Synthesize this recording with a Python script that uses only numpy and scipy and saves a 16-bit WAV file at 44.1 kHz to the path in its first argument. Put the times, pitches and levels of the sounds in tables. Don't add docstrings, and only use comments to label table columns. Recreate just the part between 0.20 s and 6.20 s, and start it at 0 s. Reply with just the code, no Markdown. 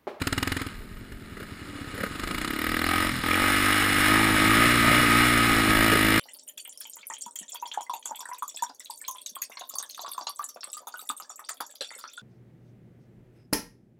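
import sys
import numpy as np
from scipy import signal
from scipy.fft import rfft, irfft
from scipy.io import wavfile
from scipy.ndimage import uniform_filter1d

SR = 44100
rng = np.random.default_rng(int(sys.argv[2]) if len(sys.argv) > 2 else 0)


def to_wav(s):
    ch = np.atleast_2d(s).T
    pcm = np.round(np.clip(ch, -1, 1) * 32767)
    wavfile.write(sys.argv[1], SR, pcm.astype(np.int16))


N = 264463
TIME = np.arange(N) / SR

# time_s, firings_per_s
FIRING_RATE = [(2.3, 34.17), (2.44, 39.39), (2.61, 40.52), (2.83, 45.82), (3.0, 39.63), (3.25, 48.6),
               (3.32, 49.3), (3.43, 49.3), (3.53, 50.7), (3.62, 50.5), (3.69, 49.5), (3.77, 49.5),
               (4.0, 54.2), (4.06, 54.3), (4.17, 51.8), (4.3, 53.7), (4.49, 59.7), (4.55, 59.4),
               (4.61, 56.7), (4.68, 56.8), (4.78, 60.6), (4.82, 60.6), (4.88, 57.0), (4.94, 57.1),
               (5.03, 60.5), (5.08, 60.4), (5.16, 57.4), (5.27, 57.5), (5.4, 54.8), (5.49, 52.3),
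               (5.65, 54.9), (5.72, 54.7), (5.82, 53.1), (5.9, 53.4), (6.0, 54.7)]
# start_s, end_s
WIDE_OPEN = [(2.3, 2.67), (5.535, 6.0)]
PULL_START_S, THROTTLE_LIFT_S, LIFT_FADE_S = 2.304, (2.905, 3.03), .008
OPEN_CRACK_DB, OPEN_CLATTER_DB, OPEN_RUSH_DB = 3, -7, -9

def engine_pulling():
    rate, = in_time(FIRING_RATE)
    eased = between(*THROTTLE_LIFT_S, fade=LIFT_FADE_S)
    wide = sum(between(*span, fade=0.027) for span in WIDE_OPEN)
    boom_db, growl_db, rasp_db, hum_db = engine_levels(rate, eased)
    count, times = cycles(rate, PULL_START_S)
    scatter = rng.standard_normal((len(times), 3 + len(VALVE_PULSES)))
    jitter, strength, steepness, *valve_scatter = scatter.T
    times = times + 2e-5 * jitter
    firings = clicks(times, from_db(0.092 * strength))
    fronts = clicks(times + 0.000728, from_db(0.91 * steepness))
    clatter = valve_clatter(times, rate, wide, valve_scatter)
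    boom = exhaust_boom(firings, eased)
    growl = pipe_ring(fronts, wide) + airbox_ring(firings)
    growl += exhaust_crack(times, strength, wide) + head_ring(clatter, rate, wide)
    rasp = gas_rasp(firings, fronts + clatter, wide)
    hum = np.sin(4 * np.pi * count) + from_db(-8) * np.sin(2 * np.pi * count)
    engine = from_db(boom_db + 0.2) * boom + from_db(growl_db) * growl
    engine += from_db(rasp_db) * rasp + from_db(hum_db + 6) * hum
    return engine * between(PULL_START_S, TIME[-1], fade=0.0056)

# firings_per_s, boom_db, growl_db, rasp_db, hum_db
LEVELS_BY_REVS = [(35.6, -35.5, -46.5, -38, -53), (42.45, -32.5, -32.5, -30, -41),
                  (51.8, -29.5, -30, -21.5, -39), (52.46, -25.5, -28, -24, -36.5),
                  (68, -27, -27.5, -20, -32)]
# boom_db, growl_db, rasp_db, hum_db
PUSH_DB, LIFT_DB, MISFIRE_DB = (1, 2.4, 1.1, .3), (.5, -12, -3, -2), (-12, -3, -2.5, -2)
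THROTTLE_LAG_S, MISFIRE_S = 0.17, (3.003, 3.03)
OPEN_CLIMB_HZ_PER_S = 18.4

def engine_levels(rate, eased):
    climb = uniform_filter1d(np.gradient(rate) * SR, int(THROTTLE_LAG_S * SR))
    push = np.tanh(climb / OPEN_CLIMB_HZ_PER_S)
    missed = between(*MISFIRE_S, fade=LIFT_FADE_S)
    revs, *columns = np.transpose(LEVELS_BY_REVS)
    return [np.interp(rate, revs, db) + push_db * push + lift_db * eased + misfire_db * missed
            for db, push_db, lift_db, misfire_db in zip(columns, PUSH_DB, LIFT_DB, MISFIRE_DB)]

# pitch_hz, width_hz, gain_db
EXHAUST_MODES = [(175, 90, -16), (228, 42, -1), (310, 43, 1)]

def exhaust_boom(firings, eased):
    boom = resonate(firings * (1 - .7 * eased), EXHAUST_MODES)
    burble = resonate(firings * eased, [(124, 14, 0.34), (252, 41, -1.5)])
    return evened(boom + burble)

# pitch_hz, width_hz, gain_db
PIPE_MODES = [(485, 50, -2), (600, 75, -1), (790, 70, -3), (880, 60, -2), (1035, 70, -6), (1165, 70, 3)]

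def pipe_ring(fronts, wide):
    gas = puffs(fronts, rise_s=.0024, sharpness=1.5, tail_db=-12, tail_s=.011)
    blast = fronts + from_db(-22) * gas * (1 - wide)
    ring = sum((-1) ** k * from_db(3.5 * drift(per_s=7)) * resonate(blast, [mode])
               for k, mode in enumerate(PIPE_MODES))
    return from_db(-5.5) * evened(ring)

# pitch_hz, width_hz, gain_db
AIRBOX_MODE = [(1256, 117, 0)]

def airbox_ring(firings):
    return from_db(-3.5) * evened(resonate(resonate(firings, AIRBOX_MODE), AIRBOX_MODE))

# frequency_hz, level_db
CRACK_SPECTRUM = [(250, -12), (490, -4.5), (620, -3), (780, -14), (950, -7), (1190, 14), (1330, -2.5),
                  (1480, -15.5), (1800, 2), (2600, -2), (5000, -39), (15000, -45)]

def exhaust_crack(times, strength, wide):
    pulses = clicks(times + 0.001573, from_db(0.42 * strength))
    return from_db(-6.5 + OPEN_CRACK_DB * wide) * evened(colour(pulses, CRACK_SPECTRUM))

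# frequency_hz, level_db
BARK_SPECTRUM = [(600, -34.5), (1100, -6), (1400, -2.5), (1750, 5), (2100, 5), (2500, -3), (3500, -7.5),
                 (6000, -34), (15000, -20)]
RASP_SPECTRUM = [(1450, 2), (2050, -0.5), (2500, -4.5), (3500, -8), (4600, -22), (5400, -11), (7200, -22.5),
                 (9000, -15), (14000, -38)]
RUSH_RISE_S, RUSH_DB = (2.66, 3.3), (-6, 5)

def gas_rasp(firings, pulses, wide):
    rush_db = np.interp(TIME, RUSH_RISE_S, RUSH_DB) + OPEN_RUSH_DB * wide
    bark = from_db(-3 - .25 * rush_db) * evened(colour(baffled(pulses), BARK_SPECTRUM))
    gas = evened(puffs(firings, rise_s=.0024, sharpness=1.5, tail_db=-6, tail_s=.011))
    rush = rng.standard_normal(N) * from_db(rush_db + 2.8 * drift(per_s=260))
    rasp = pass_band(colour(gas + rush, RASP_SPECTRUM), "high", hz=1650)
    return bark + from_db(-3.2) * evened(rasp)

BAFFLE_TRIPS_S, BAFFLE_REFLECTION = (.00037, .00083, .0013, .0021), .5

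def baffled(x):
    for trip_s in BAFFLE_TRIPS_S:
        loop = np.r_[1, np.zeros(int(trip_s * SR)), -BAFFLE_REFLECTION]
        x = signal.lfilter(loop[::-1], loop, x + 1e-18)
    return x

# delay_cycles, level_db
VALVE_PULSES = [(.13, -1.5), (.38, 0.5), (.61, 1), (.8, -8)]

def valve_clatter(times, rate, wide, scatter):
    revs = np.interp(times, TIME, rate)
    open_db = OPEN_CLATTER_DB * np.interp(times, TIME, wide)
    growth = np.minimum(revs / 52, 1) ** 6
    return sum(clicks(times + delay / revs, from_db(db + open_db + .7 * chance) * growth)
               for (delay, db), chance in zip(VALVE_PULSES, scatter))

# pitch_hz, width_hz, gain_db
HEAD_MODES = [(2220, 220, 1), (2580, 66, -2)]
FULL_REVS_HZ = 58

def head_ring(clatter, rate, wide):
    gain = from_db(-3.5 + OPEN_CLATTER_DB * wide) * np.minimum(rate / FULL_REVS_HZ, 1) ** 3
    return gain * evened(resonate(baffled(clatter), HEAD_MODES))

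# time_s, firings_per_s
SLOW_RATE = [(0.0, 19.16), (0.09, 17.79), (0.27, 22.11), (0.46, 19.61), (0.59, 9.56), (1.38, 10.14),
             (1.55, 17.46), (1.77, 14.34), (1.94, 23.8), (2.16, 28.73), (2.3, 34.26)]
# time_s, level_db
EFFORT = [(0, -25.5), (.07, -22.5), (.32, -24), (.46, -32), (.55, -70.5), (1.45, -57), (1.6, -44.5),
          (1.9, -44), (2.0, -29.5), (2.27, -27.5)]
# frequency_hz, level_db
CHUFF_SPECTRUM = [(150, -12), (400, -2.5), (750, -4.5), (1300, 4), (2000, 5.5), (3000, 1.5), (5000, -9.5),
                  (8000, -10.5), (15000, -27)]
SIZZLE_SPECTRUM = [(2000, -15), (5000, 21), (8000, 14), (15000, -30)]
STRONG_BARK_DB = -24
IDLE_POP_S, IDLE_POP_DB = .919, 22

def slow_barks():
    rate, = in_time(SLOW_RATE)
    _, times = cycles(rate, start_s=.015)
    times = times[times < PULL_START_S - .01]
    effort_db = np.interp(times, *np.transpose(EFFORT))
    bark_db = effort_db + IDLE_POP_DB * (np.abs(times - IDLE_POP_S) < .04)
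    thump_db = -17.5 + .52 * (effort_db - STRONG_BARK_DB)
    sizzle_db = -37 + 4.4 * (bark_db - STRONG_BARK_DB)
    thump = silencer_thump(clicks(times + 0.00034, from_db(thump_db)), rate)
    chuff = puffs(clicks(times, from_db(bark_db)), rise_s=.0049, sharpness=2.8, tail_db=-13, tail_s=.008)
    spits = clicks(times, from_db(sizzle_db))
    sizzle = puffs(spits, rise_s=.0032, sharpness=5.7, tail_db=-15, tail_s=.0067)
    gas = from_db(0.5) * colour(chuff, CHUFF_SPECTRUM) + from_db(3) * colour(sizzle, SIZZLE_SPECTRUM)
    return thump + gas

# pitch_hz, width_hz, gain_db
SILENCER_DEEP = [(92, 45, 51.5)]
SILENCER_HOLLOW = [(264.4, 31, 42.2)]
IDLE_HZ, DEEP_DB_PER_OCTAVE, TAKEOVER_HZ = 10, -10, (21, 33)

def silencer_thump(pressure, rate):
    deep = resonate(pressure * from_db(DEEP_DB_PER_OCTAVE * np.log2(rate / IDLE_HZ)), SILENCER_DEEP)
    hollow = resonate(pressure, SILENCER_HOLLOW)
    boom = from_db(39.5) * resonate(pressure, EXHAUST_MODES)
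    takeover = np.interp(rate, TAKEOVER_HZ, (0, 1))
    return pass_band((1 - takeover) * (deep + hollow) + takeover * boom, "low", hz=420)

# time_s, pulses_per_s, level_db
COAST = [(.57, 44.9, -50.5), (.83, 44.3, -49), (1.2, 42.7, -49.5), (1.43, 41.7, -52), (1.7, 40, -57)]
# harmonic_number, level_db
DRONE_TONES = [(2, -5), (4, 2), (5, 0), (6, -2), (8, -11), (9, -8), (10, -13), (14, -19), (15, -22),
               (20, -17)]
# frequency_hz, level_db
MUTTER_SPECTRUM = [(40, -22), (88, -4), (130, -7), (180, 0), (225, -3), (280, -1), (330, -6), (400, -13),
                   (550, -29), (1200, -30), (4000, -48)]

def drivetrain():
    rate, db = in_time(COAST)
    count, times = cycles(rate, start_s=0.032)
    pulses = clicks(times, from_db(1.4 * rng.standard_normal(len(times))))
    mutter = from_db(-5) * evened(colour(pulses, MUTTER_SPECTRUM))
    drone = sum(from_db(tone_db) * np.sin(2 * np.pi * (k * count + rng.random()))
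                for k, tone_db in DRONE_TONES)
    return from_db(db) * (mutter + rms_one(drone)) * between(0.19, 1.9, fade=0.6)

# start_s, level_db
SLAPS = [(1.167, -34), (1.198, -31), (1.226, -33), (1.745, -32), (1.775, -25), (1.802, -24), (1.831, -20),
         (1.858, -30), (5.72, -13), (5.753, -17)]
# pitch_hz, width_hz, gain_db
GUARD_MODES = [(195, 94, 3), (377, 227, 4.5), (543, 187, 1.5), (1370, 390, -1), (1830, 720, -2),
               (2720, 11000, -24)]

def chain_slaps():
    times, db = np.transpose(SLAPS)
    blows = clicks(times + 0.00079, from_db(db))
    links = puffs(blows, rise_s=0.0042, sharpness=0.96, tail_db=-11, tail_s=0.014)
    return resonate(from_db(18) * blows + from_db(7.5) * links, GUARD_MODES)

# start_s, level_db
STONES = [(3.1143, -7), (3.143, -6.5), (5.7164, -21)]
# pitch_hz, width_hz, gain_db
FRAME_MODES = [(2370, 110, 6.5), (3360, 100, -2.5), (5400, 360, -22)]

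def stone_knocks():
    times, db = np.transpose(STONES)
    return from_db(25) * resonate(clicks(times, from_db(db)), FRAME_MODES)

# time_s, level_db
HISS_LEVEL = [(0, -47), (.4, -44), (.62, -56), (.98, -56.5), (1.3, -52.5), (1.6, -48.5), (1.85, -46),
              (2.3, -43.5), (3.05, -40.5), (3.5, -37), (4.7, -33), (6, -35.5)]
# frequency_hz, level_db
HISS_SPECTRUM = [(170, -1), (330, -3.5), (500, -5.5), (900, -5.5), (1350, 4), (2100, 4), (3000, -2),
                 (5000, -10.5), (9000, -14.5), (15000, -39)]

def rolling_hiss():
    db, = in_time(HISS_LEVEL)
    grains = rng.standard_normal(N) * from_db(1.9 * drift(per_s=510))
    return from_db(db + 5.5) * colour(grains, HISS_SPECTRUM)

# time_s, level_db
GRIT_LEVEL = [(1.2, -85), (1.32, -63), (1.8, -73), (2.6, -41), (3.3, -47.5), (6, -46)]
GRIT_PER_S, GRIT_SPREAD_DB, GRIT_RANGE_HZ, GRIT_WIDTH_HZ = 350, 3, (3400, 5720), 160

def grit():
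    db, = in_time(GRIT_LEVEL)
    struck = rng.random(N) < GRIT_PER_S / SR
    hits = struck * from_db(GRIT_SPREAD_DB * np.minimum(rng.exponential(1, N), 3))
    pitches = np.geomspace(*GRIT_RANGE_HZ, 12)
    choice = rng.integers(0, len(pitches), N)
    ticks = sum(resonate(hits * (choice == k), [(hz, GRIT_WIDTH_HZ, 0)]) for k, hz in enumerate(pitches))
    return from_db(db) * rms_one(ticks)

# time_s, level_db
WIND_LEVEL = [(0, -48), (.53, -48), (.59, -35.5), (.7, -45), (.9, -42), (1.1, -51), (1.4, -55), (2.2, -43),
              (2.8, -44), (4.5, -41), (6, -40.5)]
# frequency_hz, level_db
WIND_SPECTRUM = [(10, -26), (24, -3), (36, -2), (55, -9), (110, -16), (220, -32), (1000, -56)]

def wind():
    db, = in_time(WIND_LEVEL)
    return from_db(db + 3.1 * drift(per_s=15)) * colour(rng.standard_normal(N), WIND_SPECTRUM)

# time_s, level_db
BUFFET_LEVEL = [(0, -47), (.6, -54), (1.5, -51), (2.1, -42), (2.5, -46), (3.15, -43), (3.4, -50),
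                (3.95, -39.5), (4.45, -40.5), (4.75, -32.5), (5.1, -38.5), (5.4, -35.5), (6, -37.5)]
# frequency_hz, level_db
BUFFET_SPECTRUM = [(30, -17), (90, -15), (150, -8), (230, -10), (400, -15), (700, -26), (1500, -48)]

def helmet_buffet():
    db, = in_time(BUFFET_LEVEL)
    return from_db(db + 2.2 * drift(per_s=14)) * colour(rng.standard_normal(N), BUFFET_SPECTRUM)

# time_s, firings_per_s, level_db
OTHER_QUAD = [(1.2, 36.6, -63), (1.35, 36.6, -58), (1.5, 36.5, -44.5), (1.62, 35.5, -41), (1.9, 35, -57),
              (2.101, 38, -54), (2.2, 44, -52)]
# pitch_hz, width_hz, gain_db
OTHER_EXHAUST = [(288, 79, -2.5), (507, 82, -15.5)]

def other_quad():
    rate, db = in_time(OTHER_QUAD)
    _, times = cycles(rate, start_s=0)
    firings = clicks(times, from_db(0.6 * rng.standard_normal(len(times))))
    note = sum(resonate(resonate(firings, [(hz, width, 0)]), [(hz, width, mode_db)])
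               for hz, width, mode_db in OTHER_EXHAUST)
    return from_db(db) * evened(note) * between(OTHER_QUAD[0][0], OTHER_QUAD[-1][0], fade=0.091)

def puffs(pulses, rise_s, sharpness, tail_db, tail_s):
    age = TIME[:SR // 10]
    swell = (age / rise_s * np.exp(1 - age / rise_s)) ** sharpness
    tail = from_db(tail_db) * np.minimum(age / rise_s, 1) * np.exp(-age / tail_s)
    return signal.fftconvolve(pulses, swell + tail)[:N] * rng.standard_normal(N)

def cycles(rate, start_s):
    count = np.cumsum(rate) / SR
    count -= np.interp(start_s, TIME, count)
    return count, np.interp(np.arange(int(count[-1]) + 1), count, TIME)

def clicks(times, heights):
    at = np.clip(np.asarray(times) * SR, 0, N - 2)
    first = at.astype(int)
    late = at - first
    return np.bincount(first, heights * (1 - late), N) + np.bincount(first + 1, heights * late, N)

def resonate(x, modes):
    out = np.zeros(N)
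    for k, (hz, width, db) in enumerate(modes):
        r = np.exp(-np.pi * width / SR)
        forward = np.array([1, 0, -1]) * (1 - r * r) / 2
        feedback = [1, -2 * r * np.cos(2 * np.pi * hz / SR), r * r]
        out += (-1) ** k * from_db(db) * signal.lfilter(forward, feedback, x + 1e-18)
    return out

def colour(x, spectrum):
    points, db = np.transpose(spectrum)
    shape = lambda hz: np.interp(np.log(hz), np.log(points), db)
    return causal(x, lambda hz: shape(hz) - 10 * np.log10(np.mean(from_db(shape(hz)) ** 2)))

def causal(x, db_at, size=8192):
    hz = np.maximum(np.arange(size // 2 + 1) * SR / size, 1)
    cepstrum = irfft(np.log(from_db(db_at(hz))))
    cepstrum[1:size // 2] *= 2
    cepstrum[size // 2 + 1:] = 0
    impulse = irfft(np.exp(rfft(cepstrum)))[:size // 2]
    return signal.fftconvolve(x, impulse)[:N]

def pass_band(x, side, hz):
    return signal.sosfilt(signal.butter(4, hz, side, fs=SR, output="sos"), x)

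def evened(x, size=3000):
    power = uniform_filter1d(uniform_filter1d(x ** 2, size), size)
    return x / np.sqrt(np.abs(power) + 1e-3 * np.mean(x ** 2))

def drift(per_s):
    knots = rng.standard_normal(4000)
    return np.interp(TIME * per_s, np.arange(len(knots)), knots) / np.sqrt(2 / 3)

def between(start, end, fade):
    return np.interp(TIME, [start - fade, start, end, end + fade], [0, 1, 1, 0])

def in_time(rows):
    times, *columns = np.transpose(rows)
    return [np.interp(TIME, times, column) for column in columns]

def rms_one(x):
    return x / np.sqrt(np.mean(x ** 2) + 1e-20)

def from_db(db):
    return 10 ** (np.asarray(db) / 20)

def scene():
    machines = slow_barks() + drivetrain() + other_quad() + engine_pulling()
    ride = wind() + helmet_buffet() + rolling_hiss() + grit() + chain_slaps() + stone_knocks()
    return (machines + ride)[None]

# centre_hz, width_hz, gain_db
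TONE_BANDS = [(1254, 57, 7.5), (2743, 720, -6), (2881, 122, 9), (3205, 80, -8), (4090, 144, 5.5),
              (5074, 133, 4), (10200, 1060, 13.5), (13950, 510, 22.5)]
# centre_hz, width_hz, gain_db
DULL_BANDS = [(5980, 420, -22), (11900, 1600, -17)]
CUTOFF_HZ = 15300

def record(dry):
    def tone_db(hz):
        return sum(db / (1 + (2 * (hz - centre) / width) ** 2)
                   for centre, width, db in TONE_BANDS + DULL_BANDS)
    top_cut = signal.ellip(10, .2, 80, CUTOFF_HZ, fs=SR, output="sos")
    return signal.sosfilt(top_cut, causal(dry[0], tone_db))[None]

dry = scene()
out = record(dry)
to_wav(out)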